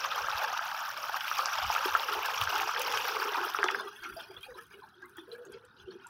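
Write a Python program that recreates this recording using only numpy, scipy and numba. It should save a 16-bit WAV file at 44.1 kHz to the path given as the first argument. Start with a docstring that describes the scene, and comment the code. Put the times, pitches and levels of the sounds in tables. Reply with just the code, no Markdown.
"""Outdoors on a hard floor, water falls from a jug into a shallow clay bowl: a thick splashing sheet that
thins to a trickle. Crowds of damped sines are the bubbles, and noise adds rush and mist to them.
Large air pockets gurgle low, single bubbles plop, and drops spatter as short noise bursts.
Fine droplets tick through the trickle, and a light breeze buffets the microphone over a faint wavering hush."""
import sys
import numpy as np
from scipy import signal
from scipy.fft import rfft, irfft, next_fast_len
from scipy.io import wavfile
from scipy.ndimage import uniform_filter1d, map_coordinates
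from numba import njit

SR = 44100
rng = np.random.default_rng(int(sys.argv[2]) if len(sys.argv) > 2 else 0)


def persist_wave(psi):
    """Save psi, clipped to +-1, as 16-bit WAV."""
    counts = np.round(np.clip(psi, -1, 1) * 32767).astype(np.int16)
    wavfile.write(sys.argv[1], SR, np.atleast_2d(counts).T)


N = 268965  # length in samples

THINNING_S = (3.34, 3.79)  # the sheet narrows to a thread between these times
BANDED_BY_S = 3.76  # by now the fizz has the narrow bands of the filled bowl
CALM_FROM_S = 3.77  # churned water before, calmer water after
NOW_S = np.arange(N) / SR


def amp(db):
    """Decibels to an amplitude factor."""
    return 10 ** (np.asarray(db) / 20)


def unit(x):
    """The signal scaled to an rms of 1."""
    return x / np.sqrt(np.mean(x ** 2) + 1e-20)


def curves(rows):
    """One value per sample for each column after the time."""
    s, *columns = np.transpose(rows)
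    return [np.interp(NOW_S, s, column) for column in columns]


def wobble(rate):
    """A smooth random curve through rate knots a second."""
    knots = rng.standard_normal(int(N * rate / SR) + 4)
    return map_coordinates(knots, [np.arange(N) * rate / SR])


def swells(start, held, db, rise, fall):
    """One dB envelope per event (rows), every 64 samples: climbs to its level, holds, falls; slopes in dB/s."""
    since_start = np.arange(0, N, 64) / SR - np.reshape(start, (-1, 1))
    since_hold = since_start - np.reshape(held, (-1, 1))
    return np.reshape(db, (-1, 1)) - rise * np.maximum(-since_start, 0) - fall * np.maximum(since_hold, 0)


def spread(x):
    """Values taken every 64 samples, one per sample."""
    return np.interp(np.arange(N), np.arange(0, N, 64), x)


def filtered(x, response):
    """The signal with its spectrum multiplied by a response of frequency in Hz."""
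    m = next_fast_len(N + 8192)
    return irfft(rfft(x, m) * response(np.fft.rfftfreq(m, 1 / SR)), m)[..., :N]


def recoloured(x, spectrum):
    """The signal flattened of its own broad colour, then given a (f/Hz, level/dB) spectrum, at rms 1."""
    m = next_fast_len(N + 8192)
    z = rfft(x, m)
    hz, db = np.transpose(spectrum)
    own_colour = np.sqrt(np.abs(uniform_filter1d(np.abs(z) ** 2, size=1500))) + 1e-9
    log_f = np.log(np.fft.rfftfreq(m, 1 / SR) + 1)
    gain = amp(np.interp(log_f, np.log(hz + 1), db, -120, -120))
    return unit(irfft(z / own_colour * gain, m)[:N])


def patchy(x, depth_db):
    """Foam comes and goes in narrow bands: a random gain in patches of some 300 Hz by 70 ms."""
    z = signal.stft(x, nperseg=256)[2]
    field = uniform_filter1d(rng.standard_normal(z.shape), size=2, axis=0)
    for frames in (22, 8):
        field = uniform_filter1d(field, size=frames, axis=1)
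    return signal.istft(z * amp(depth_db * unit(field)), nperseg=256)[1][:N]


@njit
def rings(length, start, step, gain, life, rise, attack):
    """Damped sines: step in radians a sample, life in samples; the pitch climbs by the fraction rise each life."""
    out = np.zeros(length)
    for i in range(len(start)):
        for k in range(min(int(5 * life[i]), length - start[i])):
            u = k / life[i]
            swing = np.sin(step[i] * k * (1 + rise * u / 2))
            out[start[i] + k] += gain[i] * swing * np.exp(-u) * (1 - np.exp(-u / attack))
    return out


def bubbles(count, pitch_hz, octaves, cycles, spread_db, rise, attack):
    """A random crowd of bubbles: log-normal pitch, a life of some cycles, few loud among many soft."""
    when, loud = rng.random((count, 2)).T
    size, ring = rng.standard_normal((count, 2)).T
    start = (when * N).astype(np.int64)
    pitch_hz, octaves, cycles = [np.broadcast_to(v, N)[start] for v in (pitch_hz, octaves, cycles)]
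    hz = np.minimum(pitch_hz * 2 ** (octaves * size), SR / 2.5)
    life = cycles * np.exp(0.42 * ring) * SR / hz
    gain = amp(-spread_db * np.log(1 - .985 * loud))
    return unit(rings(N, start, 2 * np.pi * hz / SR, gain, life, rise, attack))


def outdoors():
    """Puffs of wind thump the microphone as low noise over a faint, slightly wavering hush."""
    # puffs of wind: t/s, level/dB
    breeze = [(0.25, -52), (0.36, -54), (1.6, -57), (1.68, -40.5), (1.95, -51), (2.19, -57), (2.43, -43.5),
              (2.49, -50.5), (2.62, -50.5), (2.95, -58), (4.02, -66), (4.14, -58), (4.4, -61), (4.52, -55),
              (5.55, -66), (5.69, -67), (5.851, -59)]
    # colour of wind on the microphone: f/Hz, level/dB
    buffet_spectrum = [(12, -57.5), (20, -4), (58, 2), (75, 12), (140, -3.5), (195, -13), (260, -29),
                       (340, -50), (570, -120)]
    # colour of the distant hush: f/Hz, level/dB
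    air_spectrum = [(35, -48), (60, -2), (113, 15), (274, -6.5), (363, 9.5), (607, -37), (1470, 16),
                    (2000, -14), (3340, -21), (6000, -36), (7600, -33), (9600, -35), (10300, -32),
                    (11200, -40), (14600, -40), (16000, -36)]
    air_db, lull_db = -65.5, -81  # the hush before its wobble; the wind between puffs
    s, db = np.transpose(breeze)
    buffet_db = np.maximum(spread(swells(s, 0, db, rise=285, fall=490).max(0)), lull_db)
    puffs = unit(recoloured(rng.standard_normal(N), buffet_spectrum) * amp(2.1 * wobble(30)))
    hush = recoloured(rng.standard_normal(N), air_spectrum) * amp(1.8 * wobble(14))
    return amp(buffet_db) * puffs + amp(air_db) * hush


def drizzle():
    """Stray droplets tick on the pool through the trickle, short and wide in pitch, over a fine wet hiss."""
    # colour of the droplets: f/Hz, level/dB
    droplet_spectrum = [(1500, -17), (3000, 9), (5500, 1.5), (7500, -22), (10300, -13), (13000, -27),
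                        (16000, -30)]
    drizzle_db = -74.5  # before its wobble
    ticks = bubbles(count=1400, pitch_hz=4500, octaves=.6, cycles=7.0, spread_db=2.2, rise=0.01, attack=0.15)
    hiss = patchy(rng.standard_normal(N), depth_db=3.0)
    wet = recoloured(ticks + .9 * hiss, droplet_spectrum) * amp(2.5 * wobble(25))
    return amp(drizzle_db) * wet * np.interp(NOW_S, THINNING_S, [0, 1])


def splats():
    """A drop's impact is a short burst of noise: a bright smack with a longer wet body."""
    # drops smacking the surface: t/s, relative smack level/dB, relative body level/dB
    drops = [(0.158, -19, -37), (0.9123, -29, -15), (1.1687, -21, -57.5), (1.7407, -18.5, -6),
             (1.8583, -11, -32), (2.147, -23, -32), (2.2578, -16, -6.5), (2.4123, -14, -9),
             (2.4364, -17, -4), (2.581, -28, -10), (2.618, -18, -10), (2.795, -13, -9), (2.817, -8, -3.5),
             (2.9235, -17, -6), (2.9725, -21, -7), (3.0515, -31, -26), (3.2497, -22, -28),
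             (3.452, -18, -29), (3.5396, -18, -41), (3.64, -25, -39), (3.711, -25, -10), (3.746, -27, -42),
             (4.012, -36, -44), (4.036, -38, -19), (4.0914, -31, -36), (4.172, -34, -34), (4.211, -33, -37),
             (4.4097, -34, -45), (4.4301, -30, -45), (4.611, -35, -40), (4.6352, -35, -50),
             (4.6676, -37, -46), (4.889, -52, -36), (5.0208, -47, -33), (5.0577, -34, -56),
             (5.0956, -33, -50), (5.1694, -26.5, -40), (5.3306, -31, -46), (5.361, -38, -50),
             (5.452, -28, -42), (5.522, -25.5, -43), (5.651, -34, -58), (6.069, -24, -52)]
    smack_t60_s, body_t60_s = (0.013, 0.0075), .022  # smack in churned, then calmer water
    dull_from_s, dull_top_hz = 5.2, 11200  # the late smacks are duller
    out, t = np.zeros((2, N + SR)), np.arange(SR // 20) / SR
    for s, smack_db, body_db in drops:
        t60 = [[smack_t60_s[int(s > CALM_FROM_S)]], [body_t60_s]]
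        level = amp([[smack_db - 15.5], [body_db - 20.0]])
        burst = rng.standard_normal((2, len(t))) * amp(-60 * t / t60) * level
        out[:, round(s * SR):round(s * SR) + len(t)] += burst
    churned, calm = [signal.sosfilt(signal.butter(3, hz, "high", fs=SR, output="sos"), out[0])[:N]
                     for hz in (10500, 7500)]
    dull = filtered(calm, lambda hz: 1 / (1 + (hz / dull_top_hz) ** 8))
    smack = np.select([NOW_S > dull_from_s, NOW_S > CALM_FROM_S], [dull, calm], churned)
    body = signal.sosfilt(signal.butter(3, [2200, 6500], "band", fs=SR, output="sos"), out[1])
    return smack + body[:N]


def plops():
    """Each bubble pinches off sharply and rings, rising slightly, amid a few softer ones of nearby pitch."""
    # single bubbles that stand out: t/s, strength/dB (before the attack softens it), f/Hz
    main_bubbles = [(0.0416, -14, 2600), (0.048, -14, 1066), (0.121, -13, 1240), (0.179, -12, 1160),
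                    (0.245, -14.5, 1340), (0.285, -8.5, 1230), (0.315, -15, 3700), (0.349, -25, 1333),
                    (0.439, -16.5, 1070), (0.527, -18, 795), (0.592, -9.5, 1370), (0.746, -16.5, 1290),
                    (1.04, -16, 1240), (1.095, -14.5, 850), (1.143, -11, 1120), (1.2084, -13.5, 3000),
                    (1.253, -16, 1270), (1.281, -12, 2660), (1.314, -10.5, 1250), (1.386, -11.5, 5600),
                    (1.392, -7, 1125), (1.433, -16, 1070), (1.4578, -6.5, 5340), (1.458, -13, 1140),
                    (1.485, -13, 1420), (1.531, -19, 1350), (1.643, -17, 976), (1.701, -7, 920),
                    (1.738, -18, 896), (1.7507, -10, 2500), (1.763, -8.5, 1295), (1.781, -12, 1430),
                    (1.833, -19.5, 1210), (1.857, -15, 375), (1.923, -15, 1140), (1.9408, -15.5, 2600),
                    (1.9509, -0.5, 1350), (1.9537, -5, 1240), (1.997, -12.5, 3430), (2.033, -13, 1210),
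                    (2.164, -24, 1120), (2.191, -25, 1160), (2.2332, -14, 2520), (2.246, -15, 1140),
                    (2.286, -15.5, 880), (2.3463, -16, 2440), (2.4147, -8, 3000), (2.419, -10.5, 1140),
                    (2.474, -10.5, 1470), (2.507, -18, 1290), (2.528, -16.5, 870), (2.6, -10.5, 2470),
                    (2.631, -15, 1200), (2.675, -16, 840), (2.692, -9.5, 1180), (2.739, -13, 1280),
                    (2.763, -11, 1630), (2.818, -16, 4760), (2.915, -16, 1490), (2.922, -15, 3000),
                    (2.94, -11.5, 1120), (2.973, -13, 1600), (2.9744, -8.5, 2880), (3.051, -17, 2500),
                    (3.052, -16, 1550), (3.1612, -16, 2210), (3.167, -12, 1130), (3.226, -16, 1130),
                    (3.357, -17.5, 1230), (3.376, -21, 340), (3.383, -12.5, 940), (3.48, -19, 1570),
                    (3.537, -20, 3200), (3.547, -8.5, 1330), (3.588, -12.5, 1070), (3.5877, -12.5, 2500),
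                    (3.588, -20, 401), (3.63, -1.5, 1560), (3.642, -11.5, 5550), (3.641, -7, 1240),
                    (3.641, -15, 3280), (3.643, -14.5, 376), (3.644, -20, 800), (3.657, -16, 1540),
                    (3.663, -17, 910), (3.685, -8, 2710), (3.688, -6, 1840), (3.691, -16.5, 900),
                    (3.702, -12.5, 1280), (3.747, -7.5, 1560), (3.795, -23.5, 1066), (3.799, -28.5, 3530),
                    (3.852, -35.5, 369), (3.87, -28.5, 1171), (3.926, -39, 1610), (3.961, -36, 3300),
                    (3.989, -35, 1505), (4, -42, 3190), (4.028, -32.5, 1610), (4.039, -31.5, 2400),
                    (4.055, -26, 1358), (4.094, -31.5, 1455), (4.108, -35, 378), (4.164, -29.5, 654),
                    (4.167, -36.5, 4750), (4.1987, -35.5, 3580), (4.3, -32.5, 381), (4.365, -31, 3320),
                    (4.4103, -40, 3120), (4.4294, -31.5, 3200), (4.434, -32, 2440), (4.463, -39, 816),
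                    (4.486, -37, 506), (4.512, -36, 489), (4.541, -43.5, 3880), (4.548, -37.5, 990),
                    (4.555, -35, 369), (4.582, -34, 1276), (4.589, -33.5, 1690), (4.738, -43, 2860),
                    (4.792, -41.5, 1500), (4.82, -36.5, 1007), (4.831, -47, 4030), (4.833, -37, 883),
                    (4.9401, -49.5, 3270), (5.024, -32.5, 1604), (5.038, -39, 1080), (5.157, -35, 1470),
                    (5.171, -42, 3280), (5.182, -27.5, 335), (5.279, -36, 469), (5.451, -45.5, 6480),
                    (5.3157, -32, 4010), (5.323, -30.5, 468), (5.347, -36.5, 1630), (5.382, -34.5, 476),
                    (5.419, -39.5, 473), (5.467, -39, 355), (5.5347, -46, 4750), (5.7831, -48, 2930),
                    (5.798, -43.5, 3360), (5.707, -53, 3700), (5.877, -30.5, 376.6), (5.857, -49.5, 2740),
                    (5.906, -41.5, 4290), (6.045, -32.5, 1410), (6.061, -36.5, 947), (6.067, -45, 7400)]
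    # each pair is for churned, then calmer water
    t60_at_1khz_s, size_law = (0.012, 0.058), (1.15, 0.42)  # higher bubbles ring shorter by this power
    softer_db, scatter_octaves = (17, 13), (.22, .2)  # companions: least drop in level, scatter in pitch
    s, db, hz = np.repeat(np.transpose(main_bubbles)[:, :, None], repeats=8, axis=2)
    calm = (s > CALM_FROM_S).astype(int)
    t60 = np.take(t60_at_1khz_s, calm) * (hz / 1000) ** -np.take(size_law, calm)
    late, detune = rng.random(s.shape), rng.standard_normal(s.shape)
    companion = np.arange(8) > 0  # the first of eight is the main bubble
    s = s + companion * 0.9 * t60 * late
    db = db - companion * (np.take(softer_db, calm) + 6 * late)
    hz = hz * 2 ** (np.take(scatter_octaves, calm) * companion * detune)
    start = (s * SR).astype(np.int64).ravel()
    step = 2 * np.pi * hz.ravel() / SR
    life = t60.ravel() * SR / np.log(1000)
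    return rings(N, start, step, amp(db).ravel(), life, 0.0095, 0.68)


def floor_echo(x):
    """The bowl and the hard ground give a short scattered answer: a decaying noise tail."""
    t = np.arange(SR // 6) / SR
    tail = rng.standard_normal(len(t)) * amp(-60 * t / 0.075)  # 60 dB down in 75 ms
    return signal.fftconvolve(np.pad(x, (60, 0)), tail / np.linalg.norm(tail))[:N]


def gurgle():
    """Large pockets of air ring low and long, overlapping one another; the whole pool sloshes lower still."""
    # large air pockets under the stream: t/s, held/s, level/dB (before wobble and bass cut), f/Hz
    air_pockets = [(0.0, .48, -52, 531), (0.93, 0.12, -49.5, 610), (1.4, 0.051, -47.5, 547),
                   (1.74, 0.076, -50, 547), (1.93, 0.19, -49.5, 515), (2.08, 0.11, -45.5, 435),
                   (2.25, 0.24, -51.5, 509), (2.499, 0.16, -50.5, 415.6), (2.78, 0.28, -44.5, 483.5),
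                   (3.1, 0.12, -42.5, 435.4), (3.2, 0.13, -42, 421), (3.381, 0.081, -42.5, 393),
                   (3.6, 0.015, -43.5, 402), (3.66, 0.12, -43.5, 408), (3.81, 0.054, -49, 403),
                   (3.95, 0.013, -59, 414), (4.059, 0.075, -53.5, 342), (4.21, 0.01, -61, 408),
                   (4.3, 0.1, -65.5, 376.4), (4.49, 0.023, -54, 480), (4.57, 0.027, -59.5, 440),
                   (4.74, 0.06, -59, 404), (4.97, 0.021, -61.5, 365), (5.04, 0.0077, -59, 339),
                   (5.1, 0.02, -64.5, 389), (5.18, .1, -69, 389), (5.299, 0.1, -57, 473),
                   (5.47, 0.051, -51, 386), (5.53, 0.026, -53, 467), (5.62, 0.027, -60.5, 467),
                   (5.8, 0.089, -57.5, 384), (5.885, 0.078, -49, 370.4)]
    slosh_under_db, slosh_floor_db = 13, -75  # below each gurgle once the bowl is filled; least level
    start, held, db, hz = np.transpose(air_pockets)
    each = swells(start, held, db, rise=390, fall=250)
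    level_db, pitch_hz = spread(each.max(0)), spread(hz[each.argmax(0)])  # the loudest sets the pitch
    filled = NOW_S > BANDED_BY_S
    slosh_db = np.maximum(np.where(filled, level_db - slosh_under_db, -120), slosh_floor_db)
    calm = NOW_S > CALM_FROM_S  # in calmer water the pockets agree in pitch and ring longer
    octaves, cycles = np.where(calm, .055, .12), np.where(calm, 11.0, 6.5)
    pockets = bubbles(count=1300, pitch_hz=pitch_hz, octaves=octaves, cycles=cycles,
                      spread_db=0.5, rise=0.0086, attack=0.027)
    slosh = bubbles(count=500, pitch_hz=225, octaves=0.22, cycles=4.0, spread_db=1.5, rise=0.011, attack=0.33)
    pockets = amp(level_db + 1.35 * wobble(21.88)) * pockets
    return filtered(pockets, lambda f: 1 / (1 + (255 / (f + 1)) ** 8)) + amp(slosh_db) * slosh


def stream():
    """The sheet breaks up in surges that shake bubbling, fizz and spray; the thread's fewer bubbles ring longer."""
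    # the flow as it thins, level of each layer: t/s, fizz/dB, bubbling/dB, spray/dB
    flow_levels = [(0.0, -41, -36.5, -55.5), (0.44, -42.5, -34, -55), (0.94, -46.5, -40.5, -57),
                   (1.32, -40.5, -36, -50.5), (1.56, -39.5, -34.5, -52.5), (2.15, -41, -35, -51.5),
                   (2.449, -39, -34.5, -51.5), (2.731, -40.5, -36, -53), (3.02, -38.5, -35, -49),
                   (3.4, -44, -36.5, -56), (3.57, -45.5, -41, -55.5), (3.699, -47, -46.5, -57.5),
                   (3.8, -43.5, -37, -50), (3.87, -50.5, -49.5, -60), (3.91, -56.5, -57, -59.5),
                   (4.3, -58, -57.5, -58), (4.95, -75.5, -74, -89), (5.37, -72, -58, -64),
                   (5.7, -78, -64.5, -79), (6.1, -66, -64, -86)]
    # the thread wavers and lands in splashes, levels at the crest: t/s, fizz/dB, bubbling/dB, spray/dB
    splashes = [(4.048, -44, -44.5, -52.5), (4.131, -54, -48, -48), (4.205, -43.5, -43, -53),
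                (4.372, -62, -53, -70), (4.445, -54.5, -54, -54), (4.501, -59, -50.5, -64),
                (4.58, -51, -52.5, -56), (4.73, -56.5, -52, -58.5), (4.83, -73, -57.5, -63),
                (4.89, -72, -56.5, -69), (5.025, -69, -56.5, -71), (5.1, -65, -58, -64),
                (5.185, -58, -52.5, -61), (5.32, -58, -63, -58.5), (5.54, -56.5, -60, -70),
                (5.65, -72, -65, -75), (5.8, -59.5, -57, -70), (5.92, -61.5, -58, -70),
                (6.07, -61, -69, -64)]
    # colours of the sheet's bubbling, fizz and spray: f/Hz, level/dB
    bubbling_spectrum = [(320, -101), (550, -15), (700, -6), (881, 2.5), (1010, -1), (1250, 2.5), (1620, 0),
                         (2100, -17), (2730, -15.5), (4620, -120)]
    fizz_spectrum = [(1180, -32), (2000, -8.5), (2540, -1), (3220, -3), (4150, -10.5), (5580, -5.5),
                     (8000, -29.5), (10400, -43), (17600, -120)]
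    spray_spectrum = [(4410, -22), (7500, -14.5), (9160, -7.5), (14500, 3.5), (15400, 0), (16000, -7)]
    # colours of the filled bowl's bubbling, the thread's fizz and its mist: f/Hz, level/dB
    pool_spectrum = [(320, -54), (560, -15), (700, -14), (850, -7), (1110, -9), (1550, -1.5), (2020, -19),
                     (2700, -30), (4600, -120)]
    trickle_spectrum = [(1180, 14.5), (2000, -8), (2400, -2.5), (3310, -1), (4510, -9), (6320, -13),
                        (7500, -41), (9750, -63), (16500, -120)]
    mist_spectrum = [(4120, -30), (7000, -15.5), (10300, 3), (11100, -3), (12300, -1), (16000, -3.5)]
    # narrow bands the filled bowl favours: f/Hz, level added to the plain sound/dB
    bowl_bands = [(2450, 1.7), (3300, 2.4), (4900, 4.8), (5800, 2.6), (6500, 3.9)]
    bowl_width_hz = 150  # half-width of each band

    s, *crests = np.transpose(splashes)
    slopes = [(420, 260), (420, 260), (210, 110)]  # rise and fall in dB/s: the spray hangs longer
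    fizz_db, bubbling_db, spray_db = [
        np.maximum(flow, spread(swells(s, 0, db, rise, fall).max(0)))
        for flow, db, (rise, fall) in zip(curves(flow_levels), crests, slopes)]
    surge, patter = wobble(16), wobble(70)
    rush = rng.standard_normal((4, N))

    low = bubbles(count=6000, pitch_hz=1192, octaves=0.4534, cycles=4.8, spread_db=2.7, rise=0.031, attack=0.15)
    mid = bubbles(count=7000, pitch_hz=3726, octaves=0.614, cycles=5.0, spread_db=3.3, rise=0.01, attack=0.08)
    top = bubbles(count=9000, pitch_hz=10200, octaves=0.4, cycles=4.2, spread_db=3.0, rise=0.0029, attack=0.068)
    long = bubbles(count=4000, pitch_hz=3914, octaves=.55, cycles=32, spread_db=2.5, rise=0.0043, attack=0.32)
    slow = bubbles(count=1200, pitch_hz=1250, octaves=.45, cycles=7, spread_db=2.5, rise=0.015, attack=0.2)

    # the thick sheet
    bubbling = unit(recoloured(low, bubbling_spectrum) + 0.3 * recoloured(rush[0], bubbling_spectrum))
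    fizz = unit(recoloured(mid, fizz_spectrum) + 0.5 * recoloured(rush[1], fizz_spectrum))
    spray = unit(recoloured(top, spray_spectrum) + .5 * recoloured(rush[2], spray_spectrum))

    # the thread
    pool = recoloured(1.2 * slow + bubbling, pool_spectrum)
    thread = recoloured(patchy(1.6 * long + fizz, depth_db=5.0), trickle_spectrum)
    thread = unit(filtered(thread, lambda f: 1 + sum(
        amp(db) / (1 + ((f - hz) / bowl_width_hz) ** 2) for hz, db in bowl_bands)))
    mist = recoloured(patchy(top + 0.62 * rush[3], depth_db=3.0) * amp(1.5 * wobble(200)), mist_spectrum)

    # sine and cosine crossfades from sheet to thread
    thin = np.interp(NOW_S, THINNING_S, [0, np.pi / 2])
    banded = np.interp(NOW_S, (THINNING_S[0], BANDED_BY_S), [0, np.pi / 2])
    bubbling = np.cos(thin) * bubbling + np.sin(thin) * pool
    fizz = np.cos(banded) * fizz + amp(1.5) * np.sin(banded) * thread
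    spray = np.cos(thin) * spray + amp(-9.0) * np.sin(thin) * mist

    bubbling = amp(bubbling_db) * unit(patchy(bubbling, depth_db=1.2) * amp(.7 * surge + 1.9 * patter))
    fizz = amp(fizz_db) * fizz * unit(amp(0.67 * surge + 1.75 * patter))
    spray = amp(spray_db) * spray * unit(amp(0.15 * surge + 2.4 * patter + 0.85 * wobble(25.87)))
    return bubbling + fizz + spray


def scene():
    """Stream, gurgles, single bubbles and drops with their echo, drizzle and outdoor air, summed to mono."""
    single = plops() + splats()
    single = single + amp(-8.5) * floor_echo(single)
    single = filtered(single, lambda hz: 1 / (1 + (300 / (hz + 1)) ** 6))  # small sources radiate no bass
    return (stream() + gurgle() + single + drizzle() + outdoors())[None]


def record(dry):
    """The microphone keeps nothing above its band limit."""
    top_hz = 15800
    return filtered(dry, lambda hz: hz < top_hz)


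dry = scene()
out = record(dry)
persist_wave(out)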